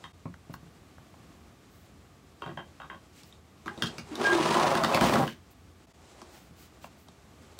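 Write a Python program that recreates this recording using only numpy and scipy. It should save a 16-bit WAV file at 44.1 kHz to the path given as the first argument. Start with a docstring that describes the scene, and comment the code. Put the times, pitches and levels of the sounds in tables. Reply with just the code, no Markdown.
"""A garage, humming and hissing faintly, where hard walls answer every knock on a wooden chair.
Fabric rustles as filtered noise; hand knocks, joint creaks and leg landings jolt the frame's resonances.
Then the chair is turned: its legs stick and slip over concrete as uneven clicks that ring the frame,
with a short squeal and groan made of swelling sines, while grit crunches under them as brighter clicks."""
import sys
import numpy as np
from scipy import signal
from scipy.fft import rfft, irfft, next_fast_len
from scipy.io import wavfile
from scipy.ndimage import map_coordinates

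SR = 44100
rng = np.random.default_rng(int(sys.argv[2]) if len(sys.argv) > 2 else 0)


def unload_wav(signal):
    """Save mono or channel-first audio to the path in sys.argv[1] as 16-bit WAV at rate SR, clipped to [-1, 1]."""
    wavfile.write(
        sys.argv[1],
        SR,
        np.round(np.clip(np.atleast_2d(signal).T, -1, 1) * 32767).astype(np.int16),
    )


N = 335009
T = np.arange(N) / SR  # time in seconds

# Garage hum and hiss. Each row: frequency in Hz, relative level in dB per Hz.
AIR_COLOUR = [(12, -46), (20, -53), (56, 5.5), (95, 0), (186, -2), (291, -4.5), (601, -15.5), (672, -12),
              (993, -20), (1140, -12), (1350, -18.5), (7820, -31), (8500, -33.5), (14400, -36),
              (15700, -39)]
# A distant motor's low drone: frequency in Hz, width in Hz, level in dB.
DRONE = (83.4, 15, -61.5)
# How long the walls' answer lasts. Each row: frequency in Hz, t60 in seconds.
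WALL_DECAY = [(150, 0.29), (1000, 0.15), (4000, 0.2), (12000, 0.11)]
# Brief dips in level. Each row: centre in seconds, half width in seconds.
LEVEL_DIPS = [(.127, 0.011), (5.864, 0.0092), (5.931, 0.014)]

# Fabric and hands moving. Each row: time in seconds, swish level in dB.
CLOTH_MOVES = [(0, -63), (0.1, -69.5), (3.65, -70), (3.84, -54), (4.0, -62), (4.1, -61), (5.35, -71),
               (5.6, -72.5), (5.94, -66.5), (6.24, -63), (6.6, -69.5), (7.34, -67.5), (7.6, -63.5)]
# Single strokes of cloth over cloth. Each row: start in seconds, length in seconds, swish in dB, sizzle in dB.
CLOTH_STROKES = [(0.523, 0.043, -78, -55), (1.677, 0.2, -79, -66), (3.114, 0.13, -59.5, -66),
                 (3.234, 0.084, -68, -64), (5.502, 0.035, -74, -61), (6.05, 0.099, -74, -89),
                 (6.274, 0.24, -72, -66), (6.552, 0.14, -65, -60.5), (6.808, 0.077, -58.5, -61),
                 (6.963, 0.12, -75, -64)]
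# Colour of the soft swish. Each row: frequency in Hz, relative level in dB per Hz.
SWISH_COLOUR = [(880, -35), (1500, 1), (1590, -9), (1970, -2), (3810, -3.5), (6170, -6), (7890, -5.5),
                (15700, -33)]
# Colour of the low brush. Each row: frequency in Hz, relative level in dB per Hz.
BRUSH_COLOUR = [(88, -54), (150, -19), (255, -7), (363, 3.5), (548, 0), (837, -0.5), (2500, -18.5),
                (3250, -33), (5500, -120)]
# Colour of the finest rubbing noise. Each row: frequency in Hz, relative level in dB per Hz.
SIZZLE_COLOUR = [(6000, -40), (10000, -1), (12500, 4.5), (15000, 6)]

# The chair frame's resonances. Each row: frequency in Hz, width in Hz, relative level in dB.
FRAME_MODES = [(154, 63.7, 0), (184, 23, -0.5), (230.6, 22, -1), (339.4, 23, 2), (397, 45, 2),
               (539, 46, 8.5), (686, 106, 3), (786, 75, 3.5), (979, 172, 2), (1094, 58, 6.5),
               (1216, 170, 0.5), (1482, 200, 1.5), (1630, 94, 4), (1980, 170, -1), (2230, 230, -3),
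               (2390, 590, -2.5), (2824, 77, -8), (3133, 58, -1.5), (3243, 116, -4), (3773, 78, 2.5),
               (4480, 51, 9), (5400, 270, -23)]
# Hand knocks and taps, coloured by where they land. Each row: start in seconds, body peak in dB,
# thud, ring and snap in dB over the body, echo in dB over the blow, then thud, body and ring centres in Hz.
HAND_KNOCKS = [(0.04, -36, -15, -2.5, -31, -1.5, 129, 1350, 3320),
               (0.256, -34.5, 5.5, -16, -26, -4.5, 141, 720, 2200),
               (0.34, -40, -26, -19, -15, -11, 242, 1460, 3030),
               (0.497, -42, 8, -20, -21, -8.5, 138, 500, 2690),
               (0.539, -33.5, -6, -19, -5, -8.5, 151, 1020, 2580),
               (0.63, -55, 11.5, -14, -12, -3.5, 138, 600, 2240),
               (0.981, -43, -14, -29, -27, -22, 152, 900, 2270),
               (1.139, -45, -15, -11, -16, -10, 132, 735, 2380),
               (3.233, -56, 4, -12, 16, -7, 121, 1050, 2950),
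               (3.325, -60.5, -6, 17, -2, -8, 339, 649, 3550),
               (3.659, -36, 0.5, -12, -4.5, 2, 246, 770, 2430),
               (3.679, -24, -41, -10.5, -30, -4.5, 240, 1680, 2930),
               (3.776, -39, 1.5, -3, -11, -4, 236, 686, 3700),
               (3.815, -43, -2, -14, -24, -6, 236, 1490, 3040),
               (3.822, -20, -9.5, 1.5, -3.5, -3, 233, 1460, 3070),
               (3.839, -29, 3, -7, -3, -10, 153, 1410, 3100), (3.859, -40, -5, 3, 5.5, 4, 136, 1500, 3100),
               (3.982, -31.5, -5.5, -5.5, -0.5, -2.5, 182, 840, 2510),
               (4.154, -38.5, -1, 7.5, 6, -5, 271, 1010, 3750),
               (6.216, -37, -6.5, -17, -2, -6, 265, 870, 3400),
               (6.509, -61.5, 17.5, -6, -5, -15, 127, 1150, 2580),
               (6.842, -31.5, -15, -10.5, -33, -9, 156, 814, 2430),
               (7.084, -46, -3.5, -6, 0, -12, 196, 770, 3660),
               (7.589, -29, -30, -3, 3.5, -5, 450, 1580, 3280)]
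# A joint creaks under the hand, slip by slip. Each row: start in seconds, body peak in dB,
# thud in dB over the body, thud centre in Hz, body centre in Hz.
JOINT_CREAKS = [(2.42, -27, -11.5, 360, 1100), (2.439, -34, -10, 365, 1060), (2.461, -30.5, -7, 150, 1060),
                (2.476, -35.5, -2.5, 350, 1020), (2.491, -36.5, -8.5, 150, 1040),
                (2.512, -43, 3, 150, 1190), (2.573, -27.5, -11.5, 130, 1140), (2.589, -35, -9, 340, 1090),
                (2.605, -42, -6, 150, 1340), (2.8, -34.5, -21, 120, 1120), (2.817, -34, -27, 170, 1300),
                (2.832, -39, -18, 200, 1140), (2.846, -42, -18, 200, 1140), (2.899, -31.5, -20, 280, 1520),
                (2.914, -38, -13, 280, 1300), (2.929, -37.5, -13.5, 190, 1075),
                (2.945, -42, -12, 190, 1100)]
# A dragged leg hops and lands. Each row: start in seconds, body peak in dB,
# ring in dB over the body, body centre in Hz, ring centre in Hz.
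LEG_HOPS = [(4.555, -21.5, -15, 1000, 2430), (4.666, -19, -22, 764, 2290), (4.752, -16, -6, 1120, 3180),
            (4.836, -17, -5.5, 1300, 4300), (4.846, -19, 1, 1270, 3500), (4.946, -15.5, 0, 610, 2510),
            (4.972, -20, -7, 1080, 2440), (5.01, -12, -5, 740, 2580), (5.041, -21, -8, 735, 2200),
            (5.071, -25.5, -1, 773, 2800), (5.095, -16.5, -6, 640, 2360), (5.123, -16, -26, 597, 2600),
            (5.156, -14.5, -12, 975, 2420), (5.277, -29, 1.5, 1440, 3040)]
# Shared by all hand knocks: body and ring spreads in octaves, crack as a share of broad noise
# on the ring, damping t60 in seconds (how fast the grip stills the ring).
HAND_CONTACT = (0.81, 0.15, 0.34, 0.55)
# Shared by all creaks: ring and snap in dB over the body, echo in dB over the blow, ring centre in Hz,
# body and ring spreads in octaves, crack share, damping t60 in seconds (negative: it feeds the ring).
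JOINT_CONTACT = (-11, -27, -3, 2900, 0.76, 0.26, 0.1, -1)
# Shared by all hops: thud and snap in dB over the body, echo in dB over the blow, thud centre in Hz,
# body and ring spreads in octaves, crack share, damping t60 in seconds (how fast the floor stills the ring).
LEG_CONTACT = (-9.5, -15.5, -5, 218, 0.9, 1, 4.2, 0.2)

# A slipping leg locks onto one resonance and sings. Each row: start in seconds, length in seconds,
# pitch in Hz, level in dB before the flutter.
LEG_SINGS = [(2.933, 0.056, 1115, -52), (3.704, 0.065, 822, -47.5), (4.114, 0.042, 298.7, -35),
             (4.191, 0.021, 362, -31), (4.247, 0.048, 1627, -21.5), (4.301, 0.036, 1620, -21.5),
             (4.283, 0.066, 345, -28.5), (4.325, 0.023, 354.5, -22), (4.35, 0.037, 339.5, -19),
             (4.399, 0.015, 343.7, -19), (4.492, 0.047, 960, -28), (4.552, 0.024, 346.6, -26.5),
             (4.553, 0.033, 1014, -27), (4.627, 0.04, 743, -25), (4.809, 0.026, 660, -25.5),
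             (4.937, 0.014, 2610, -26.5), (5.032, 0.024, 708, -21), (5.034, 0.032, 189, -27),
             (5.129, 0.021, 185.6, -25), (5.156, 0.043, 226.4, -21.5), (5.201, 0.027, 185, -30),
             (5.203, 0.043, 790, -31)]
# The legs dragging. Each row: time in seconds, rasp level in dB, rumble and grit in dB over the rasp,
# all before the blend gains and unsteadiness in drag().
LEG_DRAG = [(4.07, -65, -6, -9), (4.125, -48.5, 9.5, -6.5), (4.17, -44.5, -3, -8), (4.21, -33, 4.5, -7.5),
            (4.28, -30.5, -6.5, -5), (4.4, -30, -4, -8), (4.46, -32, 1, -4), (4.62, -24.5, -6.5, -10),
            (4.75, -29, -6.5, -10.5), (4.9, -31, 0, -11.5), (4.96, -24.5, -12, -11), (5.0, -34, -7, -9),
            (5.02, -24.5, 0, -9), (5.09, -30, 1, -4), (5.19, -28, 2, -14), (5.24, -32, 4.5, -17.5),
            (5.29, -51, 8, 1), (5.37, -72, 6, 2)]
# Colour of the coarse grit. Each row: frequency in Hz, relative level in dB per Hz.
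GRIT_COLOUR = [(820, -18), (1400, -21), (1680, -5), (2840, -7.5), (4010, -11.5), (4300, -11.5),
               (9860, -21.5), (15200, -81), (15700, -64)]

AIR_DB = -56  # centre level; it breathes around this
BRUSH_DB, BRUSH_SWINGS = 1.5, 1.49  # low brush over the median swish; how much wider it swings in dB
DUST_DB, DUST_GROWS_DB = -29.5, 22  # finest grit over the grit curve at the start, and its gain by the end
KEEN_START, KEEN_END = 0.89, 0.2  # share of the brighter rasp as the load moves to other legs
TURNING_ECHO_DB = -11.0  # how much of the turning chair reaches the walls
TOP_HZ = 15800  # upper band limit


def amp(db):
    """dB to gain."""
    return 10 ** (np.asarray(db) / 20)


def unit(x):
    """Scale to rms 1."""
    return x / np.sqrt(np.mean(x ** 2) + 1e-20)


def along(points, hz):
    """Read (Hz, value) points on a log frequency axis."""
    f, v = np.transpose(points)
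    return np.interp(np.log(hz + 1), np.log(f + 1), v)


def curves(rows):
    """One value per sample for each column after the time."""
    times, *columns = np.transpose(rows)
    return [np.interp(T, times, column) for column in columns]


def during(rows, fade):
    """1 while the table runs, fading over some seconds beyond both ends."""
    first, last = rows[0][0], rows[-1][0]
    return np.interp(T, [first - fade, first, last, last + fade], [0, 1, 1, 0])


def wobble(rate):
    """A smooth random curve with rate knots a second."""
    knots = rng.standard_normal(int(N * rate / SR) + 4)
    return map_coordinates(knots, [T * rate])


def filtered(x, response):
    """Shape x by a complex response of frequency."""
    m = next_fast_len(N + SR // 2)
    return irfft(rfft(x, m) * response(np.fft.rfftfreq(m, 1 / SR)), m)[:N]


def coloured(x, spectrum):
    """Give x the colour of (Hz, dB) points, at rms 1."""
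    return unit(filtered(x, lambda f: amp(along(spectrum, f))))


def peak(f, hz, width):
    """One causal resonance."""
    return 1j * f * width / (hz * hz - f * f + 1j * f * width)


def frame(lo_hz, hi_hz, centre_hz=1, octaves=np.inf):
    """The frame's resonances between two frequencies, favouring those near a centre."""
    modes = [(hz, width, db - 6 * (np.log2(hz / centre_hz) / octaves) ** 2)
             for hz, width, db in FRAME_MODES if lo_hz < hz < hi_hz]
    # neighbouring resonances have opposite signs
    return lambda f: sum((-1) ** k * amp(db) * peak(f, hz, width)
                         for k, (hz, width, db) in enumerate(modes))


def grains(rate, spread_db, smooth):
    """Random clicks of skewed but bounded sizes, rate a second, on a bed of plain noise."""
    size_db = spread_db * np.minimum(rng.exponential(size=N), 2.5)
    hits = rng.random(N) < rate / SR
    clicks = hits * amp(size_db) * rng.choice([-1, 1], N)
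    return unit(clicks) + smooth * rng.standard_normal(N)


def catches(rate, scatter, spread_db):
    """One-way jerks as a foot catches and lets go, at uneven intervals."""
    count = np.cumsum(rate * np.exp(scatter * wobble(60))) / SR
    jerks = -np.diff(np.floor(count), prepend=0)
    return jerks * amp(spread_db * np.clip(rng.standard_normal(N), -2, 2))


def air():
    """Steady coloured noise, breathing a little, over a narrow resonant drone."""
    hz, width, db = DRONE
    drone = unit(filtered(rng.standard_normal(N), lambda f: peak(f, hz, width) ** 2))
    hiss = amp(AIR_DB + 1.1 * wobble(3.53)) * coloured(rng.standard_normal(N), AIR_COLOUR)
    return hiss + amp(db + 2.3 * wobble(0.99)) * drone


def walls(x):
    """Noise tails whose frequencies each die at their own speed; every stretch gets its own echoes."""
    out, step = np.zeros(N + SR), SR // 8
    delay = 250  # samples before the first answer
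    for start in range(0, N, step):
        hz, t, z = signal.stft(rng.standard_normal(SR // 3), SR, nperseg=256)
        decay = amp(-60 * t / along(WALL_DECAY, hz)[:, None])
        tail = signal.istft(z * decay, SR, nperseg=256)[1]
        wet = signal.fftconvolve(x[start:start + step], tail / np.linalg.norm(tail))
        out[start + delay:][:len(wet)] += wet[:len(out) - start - delay]
    return out[:N]


def cloth():
    """Sliding fabric rubs out soft swishes and low brushes, with a few distinct sizzling strokes."""
    swish = coloured(rng.standard_normal(N), SWISH_COLOUR)
    brush = coloured(rng.standard_normal(N), BRUSH_COLOUR)
    sizzle = coloured(grains(2500, spread_db=4, smooth=1.2), SIZZLE_COLOUR)
    strokes = np.zeros(N)
    for s, length, stroke_db, sizzle_db in CLOTH_STROKES:
        swell = np.sin(np.pi * np.clip((T - s) / length, 0, 1))
        strokes += swell * (amp(stroke_db) * swish + amp(sizzle_db) * sizzle)
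    swish_db, = curves(CLOTH_MOVES)
    brush_db = swish_db + BRUSH_DB + (BRUSH_SWINGS - 1) * (swish_db - np.median(swish_db))
    rustle = strokes + amp(swish_db) * swish + amp(brush_db) * brush
    return rustle * amp(1.8 * wobble(25))


def contact_rows():
    """Every knock, creak and hop as a full knock row, followed by its spreads, crack and damping."""
    knocks = [(*row, *HAND_CONTACT) for row in HAND_KNOCKS]
    ring_db, snap_db, echo_db, ring_hz, *rest = JOINT_CONTACT
    creaks = [(s, db, thud_db, ring_db, snap_db, echo_db, thud_hz, body_hz, ring_hz, *rest)
              for s, db, thud_db, thud_hz, body_hz in JOINT_CREAKS]
    thud_db, snap_db, echo_db, thud_hz, *rest = LEG_CONTACT
    hops = [(s, db, thud_db, ring_db, snap_db, echo_db, thud_hz, body_hz, ring_hz, *rest)
            for s, db, ring_db, body_hz, ring_hz in LEG_HOPS]
    return knocks + creaks + hops


def contacts():
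    """Brief jolts ring low, middle and high parts of the frame, plus a snap; gives direct and wall feeds."""
    near, far, size = np.zeros(N + SR), np.zeros(N + SR), SR // 4
    t, f = np.arange(size) / SR, np.fft.rfftfreq(size, 1 / SR)
    snap_colour = amp(along([(1200, -25), (2500, -1), (5000, 8.0), (9000, -4.5), (15000, -15)], f))
    for (s, db, thud_db, ring_db, snap_db, echo_db, thud_hz, body_hz, ring_hz,
         spread, ring_spread, crack, damping) in contact_rows():
        jolts = amp(-60 * t / [[.012], [.012], [.02]]) * rng.standard_normal((3, size))
        jolts[:2] *= .16  # body and ring: one clean contact, then a faint rattle
        jolts[:2, 0] = 1
        body_jolt, ring_jolt, snap_jolt = rfft(jolts)
        thud = frame(0, 450, thud_hz, .6)(f) / (1 + 1j * f / 600)  # the slow frame feels one soft push
        body = frame(450, 2100, body_hz, spread)(f) * body_jolt
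        ring_modes = frame(2100, SR, ring_hz, ring_spread)(f)
        ring = (ring_modes + crack * peak(f, ring_hz, 820)) * ring_jolt  # a ring on a broad crack
        parts = irfft([thud, body, ring, snap_colour * snap_jolt], size)
        parts *= (1 - np.exp(-t / 0.00054)) * (t < .2)  # the contact builds up
        parts[1:] *= amp(-60 * t / damping)
        levels = amp(db + np.array([thud_db, 0, ring_db, snap_db]))
        blow = levels / np.abs(parts).max(axis=1) @ parts
        near[round(s * SR):][:size] += blow
        far[round(s * SR):][:size] += amp(echo_db) * blow
    return near[:N], far[:N]


def sing():
    """Regular slips at one pitch swell quickly and fade, slightly unsteady, with a weak octave."""
    out = np.zeros(N)
    drift = 0.0069 * np.cumsum(wobble(90)) / SR  # seconds of wander
    flutter = wobble(110)
    for s, length, hz, db in LEG_SINGS:
        span = slice(round(s * SR), round((s + length) * SR))
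        phase = 2 * np.pi * hz * (T + drift)[span]
        swell = np.sqrt(np.abs(np.sin(np.pi * np.linspace(0, 1, len(phase)) ** 0.74)))
        out[span] += amp(db) * swell * (np.sin(phase) + amp(-22.5) * np.sin(2 * phase))
    return out * amp(1.1 * flutter)


def drag():
    """Dense uneven slips of the legs shake the frame; grit crushed under them crackles above."""
    rasp_db, rumble_over_db, grit_over_db = curves(LEG_DRAG)
    rumble_db, grit_db = rasp_db + rumble_over_db, rasp_db + grit_over_db
    turned = np.interp(T, [LEG_DRAG[0][0], LEG_DRAG[-1][0]], [0, 1])
    chatter = wobble(70)  # unsteadiness shared by all layers on the rough floor

    shoves = grains(300, spread_db=5, smooth=1.7)
    light = unit(filtered(shoves, frame(0, 450, 300, 0.67)))
    heavy = unit(filtered(shoves, frame(0, 450, 190, 0.67)))
    rumble = (1 - turned) * light + turned * heavy  # it deepens as the chair swings round

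    slips = grains(500, spread_db=5.0, smooth=0.82)
    dull = unit(filtered(slips, frame(450, 2100, 765, 0.77)))
    keen = unit(filtered(slips, frame(450, 2100, 1020, 0.51)))
    # which legs bear the load sets the colour
    keen_share = np.clip(KEEN_START + (KEEN_END - KEEN_START) * turned + 0.13 * wobble(14), 0, 1)
    rasp = (1 - keen_share) * dull + keen_share * keen

    grit = coloured(grains(2500, spread_db=3.5, smooth=.7), GRIT_COLOUR)
    jerks = catches(110, scatter=.6, spread_db=3.5)
    bump = unit(filtered(jerks, lambda f: peak(f, 614, 480) * peak(f, 810, 840)))
    tick = unit(filtered(jerks, lambda f: peak(f, 2930, 1900) ** 2))  # each jerk also cracks some grit
    rumble = .9 * rumble
    rasp = .8 * rasp + .6 * bump
    grit = .9 * grit + .25 * tick

    dust_db = grit_db + DUST_DB + DUST_GROWS_DB * turned + 1.5 * chatter
    dust = amp(dust_db) * coloured(grains(3000, spread_db=3, smooth=1.5), SIZZLE_COLOUR)
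    rumble = amp(rumble_db + 0.32 * chatter) * rumble
    rasp = amp(rasp_db + 0.47 * chatter + 0.43 * wobble(110)) * rasp
    grit = amp(grit_db + 0.75 * chatter + 2.7 * wobble(120)) * grit
    return during(LEG_DRAG, fade=0.036) * (dust + rumble + rasp + grit)


def scene():
    """The chair and its echoes over fabric and background."""
    direct, echoed = contacts()
    turning = drag() + sing()
    room = walls(echoed + amp(TURNING_ECHO_DB) * turning)
    return (direct + turning + room + cloth() + air())[None]


def record(dry):
    """The level dips briefly; the microphone loses deep bass; nothing passes above the band limit."""
    gain = np.prod([np.clip(np.abs(T - s) / half, .03, 1) for s, half in LEVEL_DIPS], axis=0)
    return filtered(dry[0] * gain, lambda f: (1j * f / (45 + 1j * f)) ** 2 * (f < TOP_HZ))[None]


dry = scene()
out = record(dry)
unload_wav(out)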